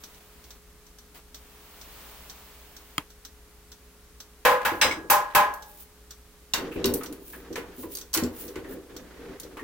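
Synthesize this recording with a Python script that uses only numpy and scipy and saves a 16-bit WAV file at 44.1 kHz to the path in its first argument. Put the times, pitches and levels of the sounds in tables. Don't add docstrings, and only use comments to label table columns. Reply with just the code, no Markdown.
import sys
import numpy as np
from scipy import signal
from scipy.fft import rfft, irfft, next_fast_len
from scipy.io import wavfile

SR = 44100
rng = np.random.default_rng(int(sys.argv[2]) if len(sys.argv) > 2 else 0)


def put_to_file(sound):
    columns = np.atleast_2d(sound).T
    safe = np.clip(columns, -1, 1)
    whole_steps = np.round(safe * 32767)
    wavfile.write(sys.argv[1], SR, whole_steps.astype(np.int16))


N = 424683
BURST_SAMPLES = int(0.8 * SR)
AGE_S = np.arange(BURST_SAMPLES) / SR
TIME_S = np.arange(N) / SR
CUTOFF_HZ = 16000

# frequency_hz, rms_db
HUM_LINES = [(32.3, -68.5), (59.2, -60), (177.6, -69), (419.9, -64.5), (538.3, -78.5)]
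# frequency_hz, density_db_per_hz
AIR_SPECTRUM = [(12, -35), (20, -6), (65, 2), (86, -10), (182, -17), (204, -15.5), (248, -11), (377, -17.5),
                (422, -16.5), (590, -20.5), (1290, -19.5), (1610, -21), (2320, -23), (3160, -24),
                (16000, -26.5)]
# frequency_hz, density_db_per_hz
HISS_SPECTRUM = [(150, -4), (400, -5.5), (1000, -3), (1600, -6.5), (3000, -6.5), (6000, -12.5),
                 (12000, -13.5), (15500, -4.5)]
# start_s, end_s, level_db
RUSTLES = [(0, 0.185, -51.5), (.2, 0.562, -55), (1.141, 1.18, -46)]
AIR_DB = -54
SWELL_START_S, SWELL_CREST_S, SWELL_END_S = 1.35, 2.0, 2.97
SWELL_CREST_DB, SWELL_RISE_DB_PER_S, SWELL_FALL_DB_PER_S = -44.5, 17, 9
HISS_ATTACK_S, HISS_RELEASE_S = 0.0079, 0.019

# frequency_hz, left_right_correlation
STEREO_LIKENESS = [(60, 0.91), (300, 0.91), (700, 0.81), (1300, 0.75), (2500, 0.28), (5000, 0.054),
                   (15000, 0.036)]
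# frequency_hz, t60_s
ROOM_DECAY = [(150, 0.19), (500, 0.64), (2000, 0.28), (6000, 0.14), (15000, 0.23)]

# start_s, end_s
TICK_RUNS = [(0.0365, 0.6), (1.3443, 9.6)]
# time_s, level_db
SINGLE_TICKS = [(0.1448, -55), (0.4397, -49.5), (0.8654, -52.5), (0.9847, -47), (3.1024, -50)]
# frequency_hz, density_db_per_hz
TICK_SPECTRUM = [(300, -5), (900, -10), (1500, -3), (2400, -14.5), (3400, -0.5), (4500, 0.5), (5100, -3),
                 (5900, 6), (6800, -6), (7500, -1.5), (10000, -16), (14000, -4.5)]
TICK_PERIOD_S, TOCK_AFTER_S = 0.9525, 0.468
TICK_DB, TOCK_DB = -39.5, -43.5

# frequency_hz, level_db, t60_s
SNAP_MODES = [(145, -18, 0.037), (295, -20, 0.063), (1006, -8.5, .012), (1270, -8, 0.019),
              (2150, -4, 0.0076), (3200, -7, 0.018), (4200, -9, 0.0065), (4930, -5.5, 0.0033),
              (7100, -11.5, 0.01), (9700, -2.5, 0.0012), (14000, -8, 0.0026)]
SNAP_S, SNAP_DB, SNAP_TAIL_DB = 2.981, -8.5, -36

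# start_s, end_s, gear_rumble_db, scroll_scrape_db
TURNS = [(6.563, 6.66, -37, -45.5), (6.76, 6.972, -36, -48.5), (7.078, 7.216, -48.5, -71),
         (7.338, 7.745, -49.5, -55), (7.797, 7.98, -49.5, -70), (8.25, 8.57, -49, -55.5),
         (8.638, 8.793, -43.5, -57.5), (8.89, 9.38, -50, -55.5), (9.156, 9.323, -50.5, -59),
         (9.434, 9.63, -47.5, -63.5)]
TURN_ATTACK_S, TURN_RELEASE_S = 0.016, 0.09
# fastest_s, length_s, level_db
SKIN_SLIDES = [(4.612, 0.051, -59), (4.757, 0.12, -49), (5.714, 0.19, -52), (5.813, .07, -48),
               (6.74, 0.053, -51), (7.315, 0.17, -46), (7.814, 0.095, -42.5), (7.936, 0.058, -38.5),
               (8.408, 0.11, -39.5), (8.486, 0.12, -52), (8.723, 0.073, -47)]
# frequency_hz, density_db_per_hz
SCRAPE_SPECTRUM = [(350, 0), (600, -2), (1320, -0.5), (1840, -1), (2830, -9), (3240, -8), (4790, -14),
                   (7000, -19), (9100, -54), (15400, -120)]
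# frequency_hz, density_db_per_hz
SKIN_SPECTRUM = [(1500, -21), (2800, -6.5), (4800, -8), (8000, -6), (11000, 0.5), (13000, -2.5),
                 (15000, 9.5), (16000, 0)]

# time_s, level_db, pitch_hz
GEAR_THUDS = [(4.716, -28.5, 334), (4.849, -24, 521), (4.968, -33, 321), (5.039, -37.5, 326),
              (6.592, -42, 337), (6.755, -25.5, 390.5), (6.844, -20.5, 387), (6.866, -20.5, 244),
              (7.504, -29, 327), (7.578, -31, 463), (7.779, -35, 253.5), (7.838, -33.5, 336),
              (8.166, -24.5, 326), (8.224, -21, 245), (8.561, -28, 383), (9.613, -35, 344)]
# frequency_hz, density_db_per_hz
GEARBOX_SPECTRUM = [(88, -11.5), (150, -14.5), (178, -3.5), (210, -11), (248, -1), (322, 2.5), (350, -7.5),
                    (383, 5), (435, -5.5), (469, 2), (578, -12.5), (708, -17.5), (900, -26), (1170, -63),
                    (1980, -120)]
GEARBOX_DB, BED_DB, BED_HZ = -6, -13.5, 87

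# time_s, level_db, pitch_hz
JAW_KNOCKS = [(6.7145, -42.5, 2700), (6.7573, -41, 2700), (7.009, -38, 1250), (7.331, -41.5, 1690),
              (7.831, -42.5, 990), (8.642, -45, 1795), (8.711, -46.5, 1680), (9.5688, -37, 1144),
              (9.592, -40.5, 1870)]
JAW_TONE_DB, JAW_TONE_T60_S = -6.5, 0.3

# time_s, rattle_db, tone_db
BAR_HITS = [(4.813, -11, -29), (4.8414, -42, -39), (4.9095, -30.5, -27.5)]
# frequency_hz, width_hz, level_db
BAR_RESONANCES = [(1550, 130, -2), (1810, 47, -13), (2130, 52, -6), (2680, 11, -3), (4000, 190, -13),
                  (4990, 250, 0.5), (6000, 48, -10), (7600, 87, -3), (8140, 41, -19), (9140, 41, -16),
                  (10700, 55, -21), (13500, 54, -26)]
# frequency_hz, density_db_per_hz
BAR_RATTLE_SPECTRUM = [(500, -29), (1300, -16), (2100, 8.5), (4100, 4), (4550, -15), (5100, -0.5),
                       (6400, 2.5), (7050, -22), (7600, -2), (9100, -3.5), (9900, -14), (10800, -12),
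                       (12800, -25), (15200, -2.5)]
# frequency_hz, level_db, t60_s
BAR_BENDING_MODES = [(2030, -5, 0.13), (2195, 6, 0.11), (2320, -3, .12)]

# time_s, ring_db, ring_hz, body_db, edge_db
CLINKS = [(5.5383, -39, 8700, -82, -36), (6.5365, -10.5, 3730, -25, -23), (6.8428, -16, 3810, -30.5, -35),
          (6.8563, -19.5, 5390, -49, -21.5), (6.9385, -24.5, 8080, -54, -18.5),
          (7.034, -33, 9250, -43, -32.5), (7.1254, -39, 9440, -49.5, -38), (7.557, -28.5, 2430, -31, -57),
          (7.9516, -29.5, 6350, -57, -27.5), (7.9708, -29.5, 8700, -50.5, -34),
          (7.9857, -33.5, 7950, -57, -38), (8.1313, -28.5, 6130, -47, -27.5),
          (8.1394, -15, 7740, -36, -17.5), (8.147, -18.5, 5560, -29.5, -17),
          (8.1735, -17.5, 9200, -31, -27), (8.236, -26, 7300, -42.5, -32.5), (8.557, -37, 2820, -40, -57),
          (9.399, -33, 9250, -67, -33)]
# ring_hz_multiple, level_db, t60_s
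BITE_MODES = [(0.742, -6.5, 0.033), (1, -2.5, 0.02), (1.09, -10.5, .018)]
# frequency_hz, width_hz, level_db
STEEL_RESONANCES = [(2700, 130, -9), (3790, 150, -20.5), (4370, 46, -11), (4490, 89, 19), (5600, 260, 16),
                    (6200, 15, 26), (8970, 210, 2), (10700, 16, -13), (11050, 170, 4), (11900, 42, 2),
                    (13500, 120, -7), (15500, 120, -10)]
# frequency_hz, density_db_per_hz
CLINK_SPECTRUM = [(1200, -47), (2700, -2.5), (4000, 6), (5700, 2), (8000, 4), (11000, -75), (15000, -27)]
# frequency_hz, density_db_per_hz
EDGE_SPECTRUM = [(5000, -30), (9200, 3.5), (10500, -0.5), (13000, 7), (15500, 4.5)]
# frequency_hz, density_db_per_hz
CHUCK_SPECTRUM = [(200, -8.5), (400, 1.5), (720, -3), (980, 5.5), (1300, -0.5), (1900, 0.5), (2700, -1),
                  (5000, -14.5)]
# frequency_hz, level_db, t60_s
CHUCK_MODES = [(1076, -10, 0.1), (1490, -7.5, 0.11), (2000, -9, 0.075)]
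STEEL_DB = -10.5

# time_s, clang_db, boom_db, panel_db, crack_db
KNOCKS = [(4.4499, -14.5, -13, -11.5, -17), (4.5103, -30, -19.5, -28, -30.5), (4.6496, -22, -31, -23, -23),
          (4.813, -18.5, -33, -26, -26), (5.0991, -17.5, -36, -10, -8.5), (5.3486, -14.5, -37, -9, -13)]
# frequency_hz, level_db, t60_s
BOOM_MODES = [(374, -49, 0.19), (458, -2, 0.14), (501.7, 7.5, 0.21), (546, -6, 0.4)]
# frequency_hz, level_db, t60_s
PANEL_MODES = [(596, -7, 0.33), (804, -1, 0.27), (830, -5, 0.38), (857, -4.5, 0.31), (910, -17.5, 0.43),
               (944, 2.5, 0.17), (1011.6, 0.5, 0.3), (1046, -0.5, 0.31), (1090, 0, 0.11),
               (1090, -0.5, 0.23), (1246, -3.5, 0.23)]
# frequency_hz, level_db, t60_s
COVER_MODES = [(1416, -4, 0.3), (1477, 4.5, .2), (1542, 5, .2), (1652, 3.5, 0.56), (1668, 7, 0.19),
               (1840, 2, 0.18), (1934, -7.5, 0.15), (2220, -8, .18), (2350, -5, 0.23), (2640, 3, 0.16),
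               (3000, -16, 0.18), (3120, -5, 0.27), (3440, -11, 0.13), (3920, -2, 0.14), (4770, -7, 0.17)]
# frequency_hz, density_db_per_hz
CLANG_SPECTRUM = [(90, -17.5), (170, -12.5), (350, -10), (680, -4), (900, -0.5), (1300, -0.5), (1800, -1.5),
                  (2700, -6), (4000, -13), (7000, -21.5), (12000, -22)]
# frequency_hz, density_db_per_hz
CRACK_SPECTRUM = [(1500, -44), (3000, -14), (6000, -1.5), (10000, -3), (12500, 5.5), (15500, 5)]
# frequency_hz, t60_s
COVER_DECAY = [(200, .38), (1000, 0.43), (2500, 0.33), (6000, 0.26), (15000, 0.16)]
# start_s, end_s, level_db
DRAGS = [(4.598, 4.631, -42), (5.268, 5.32, -49.5)]
COVER_MODES_DB = -9
DRAG_ATTACK_S, DRAG_RELEASE_S = 0.03, 0.028


def from_db(db):
    return 10 ** (np.asarray(db) / 20)


def at_hz(points, hz):
    points = np.array(points)
    return np.interp(np.log(hz + 1e-9), np.log(points[:, 0]), points[:, 1])


def add(out, time_s, sound):
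    start = int(round(time_s * SR))
    out[:, start:start + sound.shape[1]] += sound[:, :N - start]


def held(start_s, end_s, attack_s, release_s):
    rise = np.clip((TIME_S - start_s) / max(attack_s, 1e-3), 0, 1)
    return rise * np.exp(-np.clip((TIME_S - end_s) / max(release_s, 1e-3), 0, 20))


def fade(t60_s):
    return np.exp(-np.log(1000) * AGE_S / max(t60_s, 1e-3))


def build_up(time_constant_s):
    return 1 - np.exp(-AGE_S / max(time_constant_s, 1e-5))


def noise(spectrum, size=BURST_SAMPLES, peaks=(), peak_db=0):
    hz = np.fft.rfftfreq(size, 1 / SR)
    lift = 1
    for centre_hz, width_hz, db in peaks:
        lift = lift + from_db(peak_db + db) / (1 + ((hz - centre_hz) / width_hz * 2) ** 2)
    alike = np.clip(at_hz(STEREO_LIKENESS, hz), -1, 1)
    mid, side = np.exp(2j * np.pi * rng.random((2, len(hz))))
    stereo = np.sqrt(1 + alike) * mid + np.sqrt(1 - alike) * side * [[1], [-1]]
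    x = irfft(from_db(at_hz(spectrum, hz)) * lift * stereo, size)
    return x / x.std()


def steady(spectrum, flutter_db=0, per_s=20):
    knots_s = np.arange(int(TIME_S[-1] * per_s) + 2) / per_s
    flutter = np.interp(TIME_S, knots_s, rng.standard_normal(len(knots_s)))
    lasting = noise(spectrum, size=next_fast_len(N, True))[:, :N]
    return lasting * from_db(flutter_db * flutter)


def die_away(x, decay):
    centres_hz = np.geomspace(125, 16000, 8)
    log_hz = np.log(np.fft.rfftfreq(BURST_SAMPLES, 1 / SR) + 1)
    spectrum = rfft(x)
    out = 0
    for hz, share in zip(centres_hz, np.eye(len(centres_hz))):
        band = irfft(spectrum * np.interp(log_hz, np.log(centres_hz), share), BURST_SAMPLES)
        out = out + band * fade(at_hz(decay, hz))
    return out


def ring(modes):
    out = np.zeros((2, BURST_SAMPLES))
    for k, (hz, db, t60_s) in enumerate(modes):
        alike = np.clip(at_hz(STEREO_LIKENESS, hz), -1, 1)
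        apart_rad = np.arccos(alike) / 2 * (-1) ** (k // 2)
        wave = np.sin(2 * np.pi * hz * AGE_S + apart_rad * np.array([[1], [-1]]))
        out += (-1) ** k * from_db(db) * fade(t60_s) * wave
    return out


def background():
    hum = sum(np.sqrt(2) * from_db(db) * np.sin(2 * np.pi * (hz * TIME_S + rng.random()))
              for hz, db in HUM_LINES)
    since_s = TIME_S - SWELL_CREST_S
    slope_db = np.minimum(SWELL_RISE_DB_PER_S * since_s, -SWELL_FALL_DB_PER_S * since_s)
    swell = (SWELL_START_S, SWELL_END_S, SWELL_CREST_DB + slope_db)
    hiss = sum(from_db(db) * held(start_s, end_s, HISS_ATTACK_S, HISS_RELEASE_S)
               for start_s, end_s, db in RUSTLES + [swell])
    return hum + from_db(AIR_DB) * steady(AIR_SPECTRUM) + hiss * steady(HISS_SPECTRUM)


def workshop(x):
    onset = np.clip((AGE_S - 0.005) / 0.01, 0, 1)
    echoes = die_away(noise([(100, 0.0053), (16000, 0)]), ROOM_DECAY) * onset
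    unit_energy = echoes / np.sqrt(np.sum(echoes ** 2) / 2)
    return signal.fftconvolve(x, unit_energy, axes=1)[:, :N]


def ticks():
    out = np.zeros((2, N))
    beats = []
    for start_s, end_s in TICK_RUNS:
        for delay_s, db in ((0, TICK_DB), (TOCK_AFTER_S, TOCK_DB)):
            beats += [(s, db) for s in np.arange(start_s + delay_s, end_s, TICK_PERIOD_S)]
    for time_s, db in beats + SINGLE_TICKS:
        decay = fade(0.055) + from_db(-5) * fade(0.18)
        add(out, time_s, from_db(db) * noise(TICK_SPECTRUM) * build_up(0.00065) * decay)
    return out


def snap():
    out = np.zeros((2, N))
    tail = from_db(SNAP_TAIL_DB) * noise(CHUCK_SPECTRUM) * fade(0.15)
    add(out, SNAP_S, from_db(SNAP_DB) * ring(SNAP_MODES) + tail)
    return out


def rubbing():
    scrape = sum(from_db(db) * held(start_s, end_s, TURN_ATTACK_S, TURN_RELEASE_S)
                 for start_s, end_s, _, db in TURNS)
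    skin = sum(from_db(db) * np.exp(-np.minimum((2 * (TIME_S - fastest_s) / length_s) ** 2, 20))
               for fastest_s, length_s, db in SKIN_SLIDES)
    grainy_scrape = scrape * steady(SCRAPE_SPECTRUM, flutter_db=2.5, per_s=89)
    return grainy_scrape + skin * steady(SKIN_SPECTRUM, flutter_db=2.2, per_s=320)


def gears():
    rumble = sum(from_db(db) * held(start_s, end_s, TURN_ATTACK_S, TURN_RELEASE_S)
                 for start_s, end_s, db, _ in TURNS)
    out = rumble * steady(GEARBOX_SPECTRUM, flutter_db=3.5, per_s=23)
    for time_s, db, hz in GEAR_THUDS:
        gearbox = from_db(GEARBOX_DB) * noise(GEARBOX_SPECTRUM) * fade(0.42)
        thud = (gearbox + ring([(hz, 0, 0.22)])) * build_up(0.0023)
        bed = ring([(BED_HZ, BED_DB, 0.35)]) * build_up(0.008)
        add(out, time_s, from_db(db) * (thud + bed))
    return out


def jaws():
    out = np.zeros((2, N))
    for time_s, db, hz in JAW_KNOCKS:
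        knock = noise(CHUCK_SPECTRUM, peaks=[(hz, 0.22 * hz, 0)], peak_db=9) * fade(0.2)
        tone = ring([(hz, JAW_TONE_DB, JAW_TONE_T60_S)])
        add(out, time_s, from_db(db) * (knock + tone) * build_up(0.0015))
    return out


def handle_bar():
    out = np.zeros((2, N))
    for time_s, rattle_db, tone_db in BAR_HITS:
        rattle = from_db(rattle_db) * noise(BAR_RATTLE_SPECTRUM, peaks=BAR_RESONANCES, peak_db=11.5)
        rattle = rattle * fade(0.22) * build_up(0.00086)
        tone = from_db(tone_db) * ring(BAR_BENDING_MODES) * build_up(0.0016)
        add(out, time_s, rattle + tone)
    return out


def clinks():
    out = np.zeros((2, N))
    for time_s, ring_db, ring_hz, body_db, edge_db in CLINKS:
        steel = from_db(ring_db + STEEL_DB) * noise(CLINK_SPECTRUM, peaks=STEEL_RESONANCES, peak_db=-12)
        steel = steel * (fade(0.053) + from_db(-8.5) * fade(0.1))
        bite_modes = [(ratio * ring_hz, mode_db, t60_s) for ratio, mode_db, t60_s in BITE_MODES]
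        bite = from_db(ring_db) * ring(bite_modes)
        body = noise(CHUCK_SPECTRUM) * fade(0.18) + ring(CHUCK_MODES)
        body = from_db(body_db) * body * build_up(0.0014)
        edge = from_db(edge_db) * noise(EDGE_SPECTRUM, peaks=STEEL_RESONANCES, peak_db=0.5)
        edge = edge * fade(0.056) * build_up(0.00049)
        add(out, time_s, steel + bite + body + edge)
    return out


def cover():
    drag = sum(from_db(db) * held(start_s, end_s, DRAG_ATTACK_S, DRAG_RELEASE_S)
               for start_s, end_s, db in DRAGS)
    out = drag * steady(CLANG_SPECTRUM, flutter_db=5, per_s=240)
    for time_s, clang_db, boom_db, panel_db, crack_db in KNOCKS:
        boom = from_db(boom_db) * ring(BOOM_MODES) * build_up(0.026)
        panel = from_db(panel_db) * ring(PANEL_MODES) * build_up(0.03)
        clang = from_db(clang_db + COVER_MODES_DB) * ring(COVER_MODES) * build_up(0.0073)
        crack = from_db(crack_db) * noise(CRACK_SPECTRUM) * build_up(0.0019)
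        crowd = from_db(clang_db) * noise(CLANG_SPECTRUM) * build_up(0.001)
        add(out, time_s, boom + panel + clang + die_away(crowd + crack, COVER_DECAY))
    return out


def scene():
    steel, sheet = clinks(), cover()
    echoes = workshop(from_db(-6) * steel + from_db(-15) * sheet)
    faint = background() + ticks() + snap()
    turning = rubbing() + gears() + jaws()
    return faint + echoes + turning + handle_bar() + steel + sheet


def record(dry, top=0.42):
    rounded = top * np.tanh(dry / top)
    low_pass = signal.ellip(12, 0.1, 70, CUTOFF_HZ, fs=SR, output="sos")
    return signal.sosfilt(low_pass, rounded)


dry = scene()
out = record(dry)
put_to_file(out)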